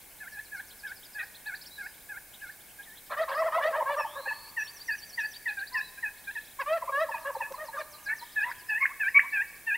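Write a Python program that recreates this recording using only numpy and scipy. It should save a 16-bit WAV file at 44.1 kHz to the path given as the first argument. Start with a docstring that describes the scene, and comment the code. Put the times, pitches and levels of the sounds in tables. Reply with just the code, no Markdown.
"""Wild turkeys at dawn, heard from across a brushy gully, over still air and microphone hiss.
Wavering yelps run from the start while farther songbirds trill, chip and whistle as gliding near-pure tones.
Two rough, tumbling gobbles break in, from 3.1 s and 6.6 s; sharp cutts, a rising buzz and whistled kees
join from 4 s on, and one dry tick falls at 7.5 s. Turkey voices are harmonic stacks filtered by throat
resonances; sparse decaying echoes give all the birds a thin tail from bank and trees."""
import sys
import numpy as np
from scipy import signal
from scipy.fft import rfft, irfft
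from scipy.io import wavfile

SR = 44100
rng = np.random.default_rng(int(sys.argv[2]) if len(sys.argv) > 2 else 0)


def file_out(sig):
    """Save sig as 16-bit WAV at sys.argv[1]."""
    # one column per channel
    cols = np.atleast_2d(sig).T
    # limit, then scale
    lim = np.clip(cols, -1, 1)
    pcm = np.round(lim * 32767).astype(np.int16)
    wavfile.write(sys.argv[1], SR, pcm)


N = 430857
EDGE_HZ = 15800  # upper band limit of the air noise and of the recorder

# a chip's sweep up and down: (time from the chip [s], factor on its pitch, relative level [dB])
CHIP_SWEEP = [(-.016, 0.72, -5), (-.006, 0.85, 8.5), (0, 1.01, 6), (.006, .95, 6.5), (.02, 0.68, -5.5)]


def amp(db):
    """Logarithmic level: decibels to amplitude gain."""
    return 10 ** (np.asarray(db) / 20)


def evened(x):
    """Normalisation by power: scales to rms 1."""
    return x / np.sqrt(np.mean(x ** 2) + 1e-20)


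def read(points, hz):
    """Interpolation on a log-frequency axis: reads a spectrum."""
    f, value = np.transpose(points)
    return np.interp(np.log(hz + 1), np.log(f + 1), value)


def add(mix, s, sound):
    """Superposition: mixes a sound in at time s."""
    part = mix[max(round(s * SR), 0):][:len(sound)]
    part += sound[:len(part)]


def wander(size, rate_hz):
    """Noise through a Gaussian low-pass: smooth chance variation, near rms 1, mostly below the rate."""
    count = size + 8192
    hz = np.fft.rfftfreq(count, 1 / SR)
    spectrum = rfft(rng.standard_normal(count)) * np.exp(-.5 * (hz / rate_hz) ** 2)
    return evened(irfft(spectrum, count))[:size]


def clock(length):
    """Sampled time axis: seconds along one note."""
    return np.arange(int(length * SR)) / SR


def arch(along, peak, depth_db):
    """Parabolic envelope: a level in dB that swells to a peak part way along a note and sinks again."""
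    return -depth_db * (along - peak) ** 2


def tone(hz, gain):
    """Phase is the integral of frequency: a gliding sine of the given rms."""
    return np.sqrt(2) * gain * np.sin(2 * np.pi * np.cumsum(hz) / SR)


def syllables(rows, gesture, waver, overtone_db=-60):
    """Frequency and amplitude modulation: one gesture repeated at each row's time, pitch and level."""
    out = np.zeros(N)
    at, factor, shape_db = np.transpose(gesture)
    t = np.arange(at[0], at[-1], 1 / SR)
    gain = amp(np.interp(t, at, shape_db)) * signal.windows.tukey(len(t), .15)
    for s, pitch, db in rows:
        hz = pitch * np.interp(t, at, factor) * (1 + waver * wander(len(t), rate_hz=112))
        octave = amp(overtone_db) * tone(2 * hz, gain)
        add(out, s + at[0], amp(db) * (tone(hz, gain) + octave))
    return out


def turkey(notes, throat, jitter, rasp, rasp_hz, shake_db, rise, fall, darken_db=0, second_db=0, low_tilt=1):
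    """Source and filter: the syrinx makes a stack of harmonics that slide through the throat's resonances."""
    out = np.zeros(N)
    orders = np.arange(1, 11)[:, None]
    for s, hz, level_db, bright_db, rough in notes:
        size = len(hz)
        t = np.arange(size) / SR
        ends = np.clip(t / rise, 0, 1) * np.clip((t[-1] - t) / fall, 0, 1)  # rise and fall in seconds
        gain = amp(level_db) * np.sin(np.pi / 2 * ends) ** 2
        unsteady_hz = hz * (1 + jitter * rough * wander(size, rate_hz=133))
        phase = 2 * np.pi * np.cumsum(unsteady_hz) / SR
        # as the throat closes, the weight moves from the second harmonic to the fundamental
        closing_share = np.where(orders == 2, 1, 0.39 * (orders > 1))
        closing_db = darken_db * np.linspace(1, -1, size) * closing_share
        flutter_db = shake_db * np.array([wander(size, rate_hz=26.0) for _ in orders])
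        tilt_db = bright_db * np.log2(orders / 2) * np.where(orders == 1, low_tilt, 1)  # about the second harmonic
        throat_db = read(throat, orders * hz) + second_db * (orders == 2)
        weights = amp(throat_db + tilt_db + closing_db + flutter_db)
        weights /= np.sqrt((weights ** 2).sum(0) / 2)  # the timbre leaves the level alone
        # an unsteady membrane smears each harmonic into a band of rasp
        smear = np.array([wander(size, rasp_hz) + 1j * wander(size, rasp_hz) for _ in orders]) / np.sqrt(2)
        share = np.clip(rasp * rough, 0, 1) * np.where(orders > 1, 1, .6)  # the fundamental stays cleaner
        modulation = np.sqrt(1 - share ** 2) + share * smear
        harmonics = weights * modulation * np.exp(1j * orders * phase)
        add(out, s, gain * harmonics.real.sum(0))
    return signal.sosfilt(signal.butter(10, 480, "highpass", fs=SR, output="sos"), out)


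def air():
    """Shaped noise with partial stereo coherence: steady faint rumble and hiss of air and microphone."""
    # noise spectrum: (frequency [Hz], relative density [dB per Hz])
    spectrum = [(12, -40), (20, -1.5), (418, -10), (635, -10), (817, -8), (1280, -16.5), (1640, -6.5),
                (1940, -15.5), (2170, -6), (2790, -17), (6430, -15.5), (9240, -10), (15700, -10)]
    # likeness of left and right: (frequency [Hz], correlation [0-1])
    likeness = [(30, 0.61), (120, 0.33), (600, 0.71), (2000, 1), (4000, 0.47), (13000, 0.99)]
    level_db = -52
    hz = np.fft.rfftfreq(N, 1 / SR)
    mid, side = rfft(rng.standard_normal((2, N))) * amp(read(spectrum, hz)) * (hz < EDGE_HZ)
    same = np.clip(read(likeness, hz), 0, 1)
    mid, side = mid * np.sqrt(1 + same), side * np.sqrt(1 - same)
    return amp(level_db) * evened(irfft(np.array([mid + side, mid - side]), N))


def yelp(s, length, pitch_hz, swing, crest, db, swell_db, bright_db, rough=0.16):
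    """Resonance detuning: pitch makes one wave and a final flip, weakening below the throat's tuning."""
    flip, flip_s = 0.1258, 0.01204
    tuned_hz, weaken_db_per_hz = 815, 0.08
    t = clock(length)
    along = t / length
    wave = swing * np.cos(2 * np.pi * (along - crest))
    hz = pitch_hz * (1 + wave + flip * np.exp((t - length) / flip_s))
    weakening_db = weaken_db_per_hz * np.maximum(tuned_hz - hz, 0)
    return s, hz, db + swell_db * (along - .5) - weakening_db, bright_db, rough


def squawk(s, length, pitch_hz, db, bright_db, rough=0.24):
    """Constant pitch under a parabolic envelope: a brief swell on one low note."""
    along = clock(length) / length
    return s, np.full(len(along), pitch_hz), db + arch(along, peak=0.45, depth_db=66), bright_db, rough


def cutt(s, length, pitch_hz, drop, db, bright_db, rough=0.22):
    """Exponential relaxation: starts high and loud, settles and fades, with a small upward flip at the end."""
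    drop_s, flip, flip_s = 0.01793, .1, 0.0058
    fade_db, fade_s = 12, 0.031
    t = clock(length)
    hz = pitch_hz * (1 + drop * np.exp(-t / drop_s) + flip * np.exp((t - length) / flip_s))
    return s, hz, db - fade_db * (1 - np.exp(-t / fade_s)), bright_db, rough


def yelps():
    """Shared resonator: yelps, cutts and squawks use one throat, with the second harmonic lifted."""
    # wavering yelps: (time [s], length [s], pitch [Hz], swing [share of pitch], place of crest [0-1],
    # level [dB], swell over the note [dB], brightness [dB per octave])
    yelp_rows = [(0.195, 0.09, 780, 0.12, 0.17, -42, 3, -8),
                 (0.306, .097, 838, 0.035, 0.33, -44.5, 15, -16),
                 (0.512, 0.097, 782, .095, 0.2, -38, 2.5, -10),
                 (0.827, 0.099, 776, .09, .22, -38.5, 1, -11), (1.142, .1, 785, 0.081, 0.2, -38.5, 1, -16),
                 (1.452, .098, 787, 0.096, 0.22, -36.5, 3, -10),
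                 (1.774, 0.099, 775, .09, 0.18, -37.5, 0, -14), (2.083, .1, 773, .1, 0.18, -39, 0, -10),
                 (2.41, 0.098, 768, 0.088, 0.15, -41, -2.5, -12),
                 (2.78, 0.035, 787, 0.013, 0.33, -44, -3, -18), (4.251, .03, 803, .01, 0, -33.5, -9, 0),
                 (5.564, .077, 791, 0.017, 0.01, -34.5, -4, -10),
                 (5.968, 0.0327, 788, 0.012, 0.3, -43, -6, 3),
                 (6.266, 0.051, 799.5, 0.012, 0, -37.5, -10, 0),
                 (8.053, 0.087, 848, .025, 0.7, -33, 10, -5), (8.355, 0.098, 849, .025, 0.07, -27.5, -2, 4),
                 (8.683, .105, 863, 0.017, 0.01, -29, -2, 6.5), (8.993, 0.1, 822.5, 0.069, .1, -27, 3, 14),
                 (9.319, 0.11, 837, 0.059, 0.14, -28.5, 0, 11.5),
                 (9.662, 0.1, 862, 0.055, 0.14, -28.5, 0, 11.5)]
    # short notes that start high and drop: (time [s], length [s], settled pitch [Hz],
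    # drop [share of pitch], first level [dB], brightness [dB per octave])
    cutt_rows = [(3.977, .066, 836, 0.166, -28.5, 12), (4.269, .063, 838, .17, -25.5, 7),
                 (4.563, 0.074, 840, 0.191, -23.5, 9.5), (4.879, 0.077, 821, 0.27, -22.5, 8),
                 (5.172, 0.078, 830, 0.257, -23, 3), (5.233, 0.033, 815, 0.11, -25.5, -3),
                 (5.453, 0.079, 829.5, 0.28, -22.5, 3), (5.739, 0.079, 828, 0.28, -22.5, 7),
                 (6.023, .068, 809, .3, -23.5, 4), (6.348, 0.045, 801, 0.29, -28.5, 5),
                 (7.109, 0.078, 819, .15, -30, 17), (7.404, .064, 828, 0.162, -29, 14)]
    # low squawks: (time [s], length [s], pitch [Hz], peak level [dB], brightness [dB per octave])
    squawk_rows = [(1.18, 0.054, 629, -32.5, 1), (8.079, .053, 744, -34, 6)]
    # throat resonances: (frequency [Hz], relative gain [dB])
    throat = [(600, -32), (850, -21), (1250, -21), (1550, 5.5), (1750, 1.5), (2100, 0), (2550, -9.5),
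              (2850, -28.5), (3200, -43.5), (7000, -82)]
    notes = [yelp(*row) for row in yelp_rows]
    notes += [cutt(*row) for row in cutt_rows]
    notes += [squawk(*row) for row in squawk_rows]
    return turkey(notes, throat, jitter=0.078, rasp=0.41, rasp_hz=164, shake_db=3.0,
                  rise=0.018, fall=0.0035, second_db=1.15, low_tilt=0.27)


def chorus(db=-77, low_hz=2700, high_hz=5800, count=260):
    """Random superposition: far songbirds chip at random moments and pitches, up to 10 dB above db."""
    when, high, size = rng.random((count, 3)).T
    rows = np.transpose([when * N / SR, low_hz + high * (high_hz - low_hz), db + 10 * size ** 2])
    return syllables(rows, CHIP_SWEEP, waver=0.0089)


def trill(runs, syllable):
    """Periodic repetition: one syllable at a steady pace, its level drifting along the run."""
    rows = [(s, 1, np.interp(s, [start, end], [first_db, last_db]))
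            for start, end, period, first_db, last_db in runs for s in np.arange(start, end, period)]
    return syllables(rows, syllable, waver=0.0088)


def trills():
    """Frequency glides in periodic runs: slurs, falls and seesaws each repeat their own syllable."""
    # runs of each syllable: (start [s], end [s], period [s], first level [dB], last level [dB])
    slur_runs = [(0.295, .72, .123, -65, -61.5), (7.19, 7.38, .126, -65, -62),
                 (7.514, 8.22, .129, -61.5, -55)]
    fall_runs = [(0.778, 1.16, .0853, -60.5, -60.5), (8.217, 8.71, .0905, -64, -60)]
    seesaw_runs = [(4.73, 5.33, .11, -49, -50)]
    # syllables: (time from the syllable's start [s], pitch [Hz], relative level [dB])
    slur = [(0, 6500, -4), (.015, 6170, -1.5), (.04, 4240, 4.5), (.055, 3900, 0), (.075, 4310, -2)]
    fall = [(0, 5600, -14), (0.019, 5080, 6), (.04, 4150, -0.5)]
    seesaw = [(0, 6000, -6), (0.021, 6150, -17), (.04, 5750, 2), (.058, 4500, -15), (0.071, 4400, -3.5),
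              (0.086, 4610, 5.5), (0.099, 4920, 2)]
    return trill(slur_runs, slur) + trill(fall_runs, fall) + trill(seesaw_runs, seesaw)


def song(start, last, stretch, db, count=10):
    """Geometric timing, as of a bouncing ball: chips close up, rise and swell toward the last one."""
    last_gap_s, gap_growth, longest_gap_s = .041, 1.35, .14  # before the stretch
    low_hz, rise_hz, rise_s, swell_db_per_s = 3766, 1797, .24, 7.5
    gaps = stretch * np.minimum(last_gap_s * gap_growth ** np.arange(count), longest_gap_s)
    return [(last - early, low_hz + rise_hz * np.exp(-early / rise_s), db - swell_db_per_s * early)
            for early in np.cumsum([0, *gaps]) if last - early >= start]


def chips():
    """Brief frequency sweeps: quickening songs and lone chips."""
    # songs: (earliest start [s], last chip [s], stretch of the rhythm [factor], last level [dB])
    songs = [(0.65, 1.669, 1.15, -56), (2.78, 3.397, 1.02, -58), (5.12, 5.783, 1.07, -54.5)]
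    # lone chips: (time [s], pitch [Hz], level [dB])
    lone = [(2.347, 3920, -59.5), (4.677, 3800, -60)]
    rows = [chip for row in songs for chip in song(*row)]
    return syllables([*lone, *rows], CHIP_SWEEP, waver=0.011)


def whistles():
    """Quadratic frequency glide: each whistle's pitch follows a parabola through three points."""
    # whistles: (time [s], length [s], start pitch [Hz], middle pitch [Hz], end pitch [Hz], level [dB])
    rows = [(1.7, .09, 3610, 4020, 3640, -52), (1.84, 0.086, 4500, 4930, 4800, -63),
            (2.849, 0.11, 2135, 1725, 2140, -55), (3.963, 0.078, 5740, 5530, 5160, -52),
            (4.578, 0.1, 5730, 5750, 5200, -50.5), (4.67, 0.0374, 4330, 4520, 5000, -46.5),
            (5.799, 0.106, 3660, 4020, 3680, -50.5), (8.56, .11, 3450, 2810, 2100, -65),
            (9.06, 0.076, 3900, 5080, 4570, -63.5)]
    out = np.zeros(N)
    for s, length, *pitches, db in rows:
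        along = np.linspace(0, 1, int(length * SR))
        hz = np.polyval(np.polyfit([0, .5, 1], pitches, 2), along)
        wavering_hz = hz * (1 + 0.011 * wander(len(hz), rate_hz=230))
        add(out, s, tone(wavering_hz, amp(db) * signal.windows.tukey(len(hz), .5)))
    return out


def songbirds():
    """Linear superposition of all the small birds' sounds."""
    out = chorus() + trills() + chips() + whistles() + rattles()
    add(out, *buzz())
    return out


def gobble_note(s, length, top_hz, climb, bend, db, bright_db, rough):
    """Power-law glide: the pitch climbs to its top, then slumps; the level peaks just past the middle."""
    slump_s, slump = 0.0298, 0.22
    t = clock(length)
    top_s = length - slump_s
    risen = np.minimum(t / top_s, 1) ** bend
    slumped = np.maximum((t - top_s) / slump_s, 0) ** 2
    hz = top_hz * (1 - climb * (1 - risen) - slump * slumped)
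    return s, hz, db + arch(t / length, peak=0.52, depth_db=29), bright_db, rough


def gobbles():
    """Modulated harmonics: low raspy notes, broken up by quick falling gulps and low stubs of voice."""
    # low notes: (time [s], length [s], top pitch [Hz], climb [share of pitch], bend [1 = straight],
    # peak level [dB], brightness [dB per octave], roughness [0-1])
    rows = [(3.093, 0.066, 580, 0.0085, 1.1, -33, -1.5, 1), (3.16, 0.089, 672, 0.2, 0.72, -28.5, -1, 0.45),
            (3.272, 0.079, 575, .07, 1.7, -32, 0.5, 0.79), (3.335, 0.11, 664, 0.25, 0.61, -28, -3.5, 0.3),
            (3.433, 0.063, 670, 0.091, 1.14, -29.5, -1.5, 0.4), (3.512, .1, 701, 0.18, 1.17, -28, -1, .45),
            (3.6, 0.12, 668.6, 0.19, 1.1, -28, 0, 0.45), (3.72, 0.093, 644, 0.17, 1.84, -30, -3.5, 0.45),
            (3.85, .108, 589, .15, 0.54, -28.5, -1.5, 0.24), (3.958, 0.059, 613, 0.085, .7, -28, -4, .33),
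            (4.147, .068, 564.3, .05, 1.3, -37.5, -8, 0.33),
            (6.583, 0.049, 557, 0.098, 1.1, -30.5, 3.5, 0.24), (6.654, .132, 681, .21, 0.69, -28, -1, 0.17),
            (6.914, .138, 664, .18, 2.4, -26.5, -1, 0.049),
            (7.242, .073, 577, 0.081, 0.94, -31.5, -3.5, 0.28),
            (7.572, 0.089, 625, 0.029, 1.2, -38, -2, 0.24),
            (7.724, .055, 571, 0.026, 0.96, -38.5, 0.5, 0.37),
            (7.762, .064, 612.7, 0.029, 0.91, -33.5, 1, 0.45)]
    # throat resonances: (frequency [Hz], relative gain [dB])
    throat = [(400, -22), (530, -5), (650, -1), (830, 22), (1100, -0.5), (1250, -4.5), (1450, -2.5),
              (1650, 0.5), (1900, -5), (2250, -16.5), (2800, -18.5), (7000, -43)]
    # quick falling gulps: (time [s], pitch [Hz], level [dB])
    gulp_rows = [(3.425, 1094, -32.5), (3.488, 1007, -38), (3.53, 1004, -38), (3.55, 1030, -35),
                 (3.588, 1000, -31), (3.755, 944, -34), (3.811, 950, -29.5), (3.827, 1046, -33),
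                 (3.9, 944, -32), (4.001, 938, -34.5), (4.053, 922, -34), (4.263, 859, -41.5),
                 (4.315, 940, -40), (6.828, 1025, -35.5), (6.883, 1037, -36), (6.896, 1146, -34),
                 (7.095, 933, -36), (7.148, 967, -34), (7.356, 890, -36.5), (7.411, 951, -33.5),
                 (7.546, 1043, -41), (7.69, 940, -42)]
    # low stubs of voice, most of them sounding with or right after a gulp: (time [s], pitch [Hz], level [dB])
    stub_rows = [(3.645, 610, -29.5), (3.814, 582, -36.5), (4.264, 543, -45), (6.828, 583, -45),
                 (6.885, 574, -41), (7.094, 557, -46), (7.357, 550, -39.5), (7.411, 556, -46.5),
                 (7.505, 560, -41.5)]
    # gestures of the voice: (time from the event [s], factor on its pitch, relative level [dB])
    gulp = [(-.015, 1.1, -32), (-.005, 1.05, -0.5), (0, 0.998, 6.5), (.005, .95, -1.5),
            (0.014, 0.774, -12.5)]
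    stub = [(0, 0.997, -12), (.013, 0.994, 6), (0.032, .95, -32)]
    notes = turkey([gobble_note(*row) for row in rows], throat, jitter=0.04, rasp=1.0, rasp_hz=155,
                   shake_db=4, rise=0.013, fall=0.0086, darken_db=10.0, second_db=1.0)
    gulps = syllables(gulp_rows, gulp, waver=0.018, overtone_db=-18.5)
    stubs = syllables(stub_rows, stub, waver=0.023, overtone_db=-13)
    return notes + gulps + stubs


def buzz(flutter_hz=115, depth_hz=170):
    """Frequency modulation: a long rising whistle with a fast flutter in pitch."""
    # path of the buzz: (time [s], pitch [Hz], level [dB])
    path = [(4.05, 2970, -57), (4.121, 3410, -55.5), (4.201, 4045, -55), (4.328, 4384, -54),
            (4.479, 4406, -53.5), (4.512, 4720, -53)]
    s, pitch, db = np.transpose(path)
    t = np.arange(s[0], s[-1], 1 / SR)
    flutter = depth_hz * np.sin(2 * np.pi * flutter_hz * t)
    hz = np.interp(t, s, pitch) + flutter + 45 * wander(len(t), rate_hz=310)
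    gain = amp(np.interp(t, s, db)) * signal.windows.tukey(len(t), .05)
    return s[0], tone(hz, gain)


def kee(s, length, pitch_hz, climb, db, bright_db, rough):
    """Linear glide under a parabolic envelope: the pitch creeps upward as the note swells and sinks."""
    along = clock(length) / length
    return s, pitch_hz * (1 + climb * (along - .5)), db + arch(along, peak=0.63, depth_db=46), bright_db, rough


def kees():
    """Harmonics through a high throat resonance: whistled notes, the strong ones ending in an upward crack."""
    # kees: (time [s], length [s], middle pitch [Hz], climb [share of pitch], peak level [dB],
    # brightness [dB per octave], roughness [0-1])
    rows = [(5.714, 0.075, 1020, 0.068, -37.5, -23, 0.2), (8.209, 0.033, 953, .05, -43.5, -20, 0.33),
            (8.44, 0.071, 991, 0.051, -34.5, -15, 0.37), (8.801, .05, 1085, 0.044, -23, 1, .27),
            (8.891, 0.0336, 1058, 0.297, -41, -16, 0.3), (9.142, 0.047, 1128, 0.058, -13.5, 9.5, 0.18),
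            (9.222, 0.044, 1027, 0.2, -41.5, -21, 0.34)]
    # throat resonances: (frequency [Hz], relative gain [dB])
    throat = [(900, 2), (2300, 15.5), (2800, -24), (3300, -36), (7000, -73)]
    # upward cracks of the voice: (time [s], pitch [Hz], level [dB])
    crack_rows = [(8.516, 1700, -29), (8.857, 1840, -15.5), (9.195, 1902, -11.5)]
    # gesture of a crack: (time from the event [s], factor on its pitch, relative level [dB])
    crack = [(-.007, 0.658, -34), (-.003, 0.842, -15), (0, 0.97, 1.5), (.003, 1.17, -13),
             (.008, 1.52, -16.5)]
    held = turkey([kee(*row) for row in rows], throat, jitter=0.067, rasp=0.98, rasp_hz=300,
                  shake_db=1.5, rise=0.0047, fall=0.0037)
    cracks = syllables(crack_rows, crack, waver=0.0054)
    return held + signal.sosfiltfilt(signal.butter(4, 2900, fs=SR, output="sos"), cracks)


def rattles():
    """Rapid periodic repetition: chips so close that they overlap."""
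    # rattles: (start [s], end [s], rate [chips per second], pitch [Hz], level [dB])
    runs = [(6.25, 6.55, 30, 4060, -66), (8.22, 8.518, 37, 3940, -66.5)]
    rows = [(s, hz, db) for start, end, rate, hz, db in runs for s in np.arange(start, end, 1 / rate)]
    return syllables(rows, CHIP_SWEEP, waver=0.011)


def tick():
    """Exponentially decaying low-passed noise: one faint dry tick."""
    out, t = np.zeros(N), clock(.02)
    lowpass = signal.butter(1, 1800, fs=SR, output="sos")
    noise = signal.sosfilt(lowpass, rng.standard_normal(len(t)))
    add(out, 7.523, amp(-39) * evened(noise) * np.exp(-t / .002))
    return out


def gully(x, wet_db, near_db, near_t60):
    """Convolution with sparse echoes: near branches scatter briefly; bank and far trees give a long tail."""
    # decay of the far tail: (frequency [Hz], time to fall 60 dB [s])
    tail = [(500, 0.75), (1100, 2.18), (2000, 1.13), (5000, 1.98)]
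    taps = rng.standard_normal(SR) * (rng.random(SR) < 2500 / SR)  # about 2500 echoes a second
    age = np.arange(SR) / SR
    hz, t, z = signal.stft(taps * np.clip(age / 0.015, 0, 1), SR, nperseg=256)
    decayed = z * amp(-60 * t / read(tail, hz)[:, None])
    far = signal.istft(decayed, SR, nperseg=256)[1][:SR]
    near = taps[::-1] * amp(-60 * age / near_t60) * (age > .003)
    echo = amp(wet_db) * far / np.linalg.norm(far) + amp(near_db) * near / np.linalg.norm(near)
    return x + signal.fftconvolve(x, echo)[:N]


def scene():
    """Superposition at the listener: all the birds sit straight ahead, the songbirds farther and wetter."""
    turkeys = gully(yelps() + kees(), wet_db=-16.0, near_db=-8.5, near_t60=0.14)
    small = gully(songbirds(), wet_db=-10, near_db=-7.5, near_t60=0.054)
    toms = gully(gobbles(), wet_db=-12.0, near_db=-9.5, near_t60=0.063)
    return turkeys + toms + small + tick() + air()


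def record(dry):
    """Linear-phase low-pass filtering: the recorder's band limit."""
    lowpass = signal.firwin(511, EDGE_HZ, window=("kaiser", 9), fs=SR)
    return signal.oaconvolve(dry, lowpass[None], "same")


dry = scene()
out = record(dry)
file_out(out)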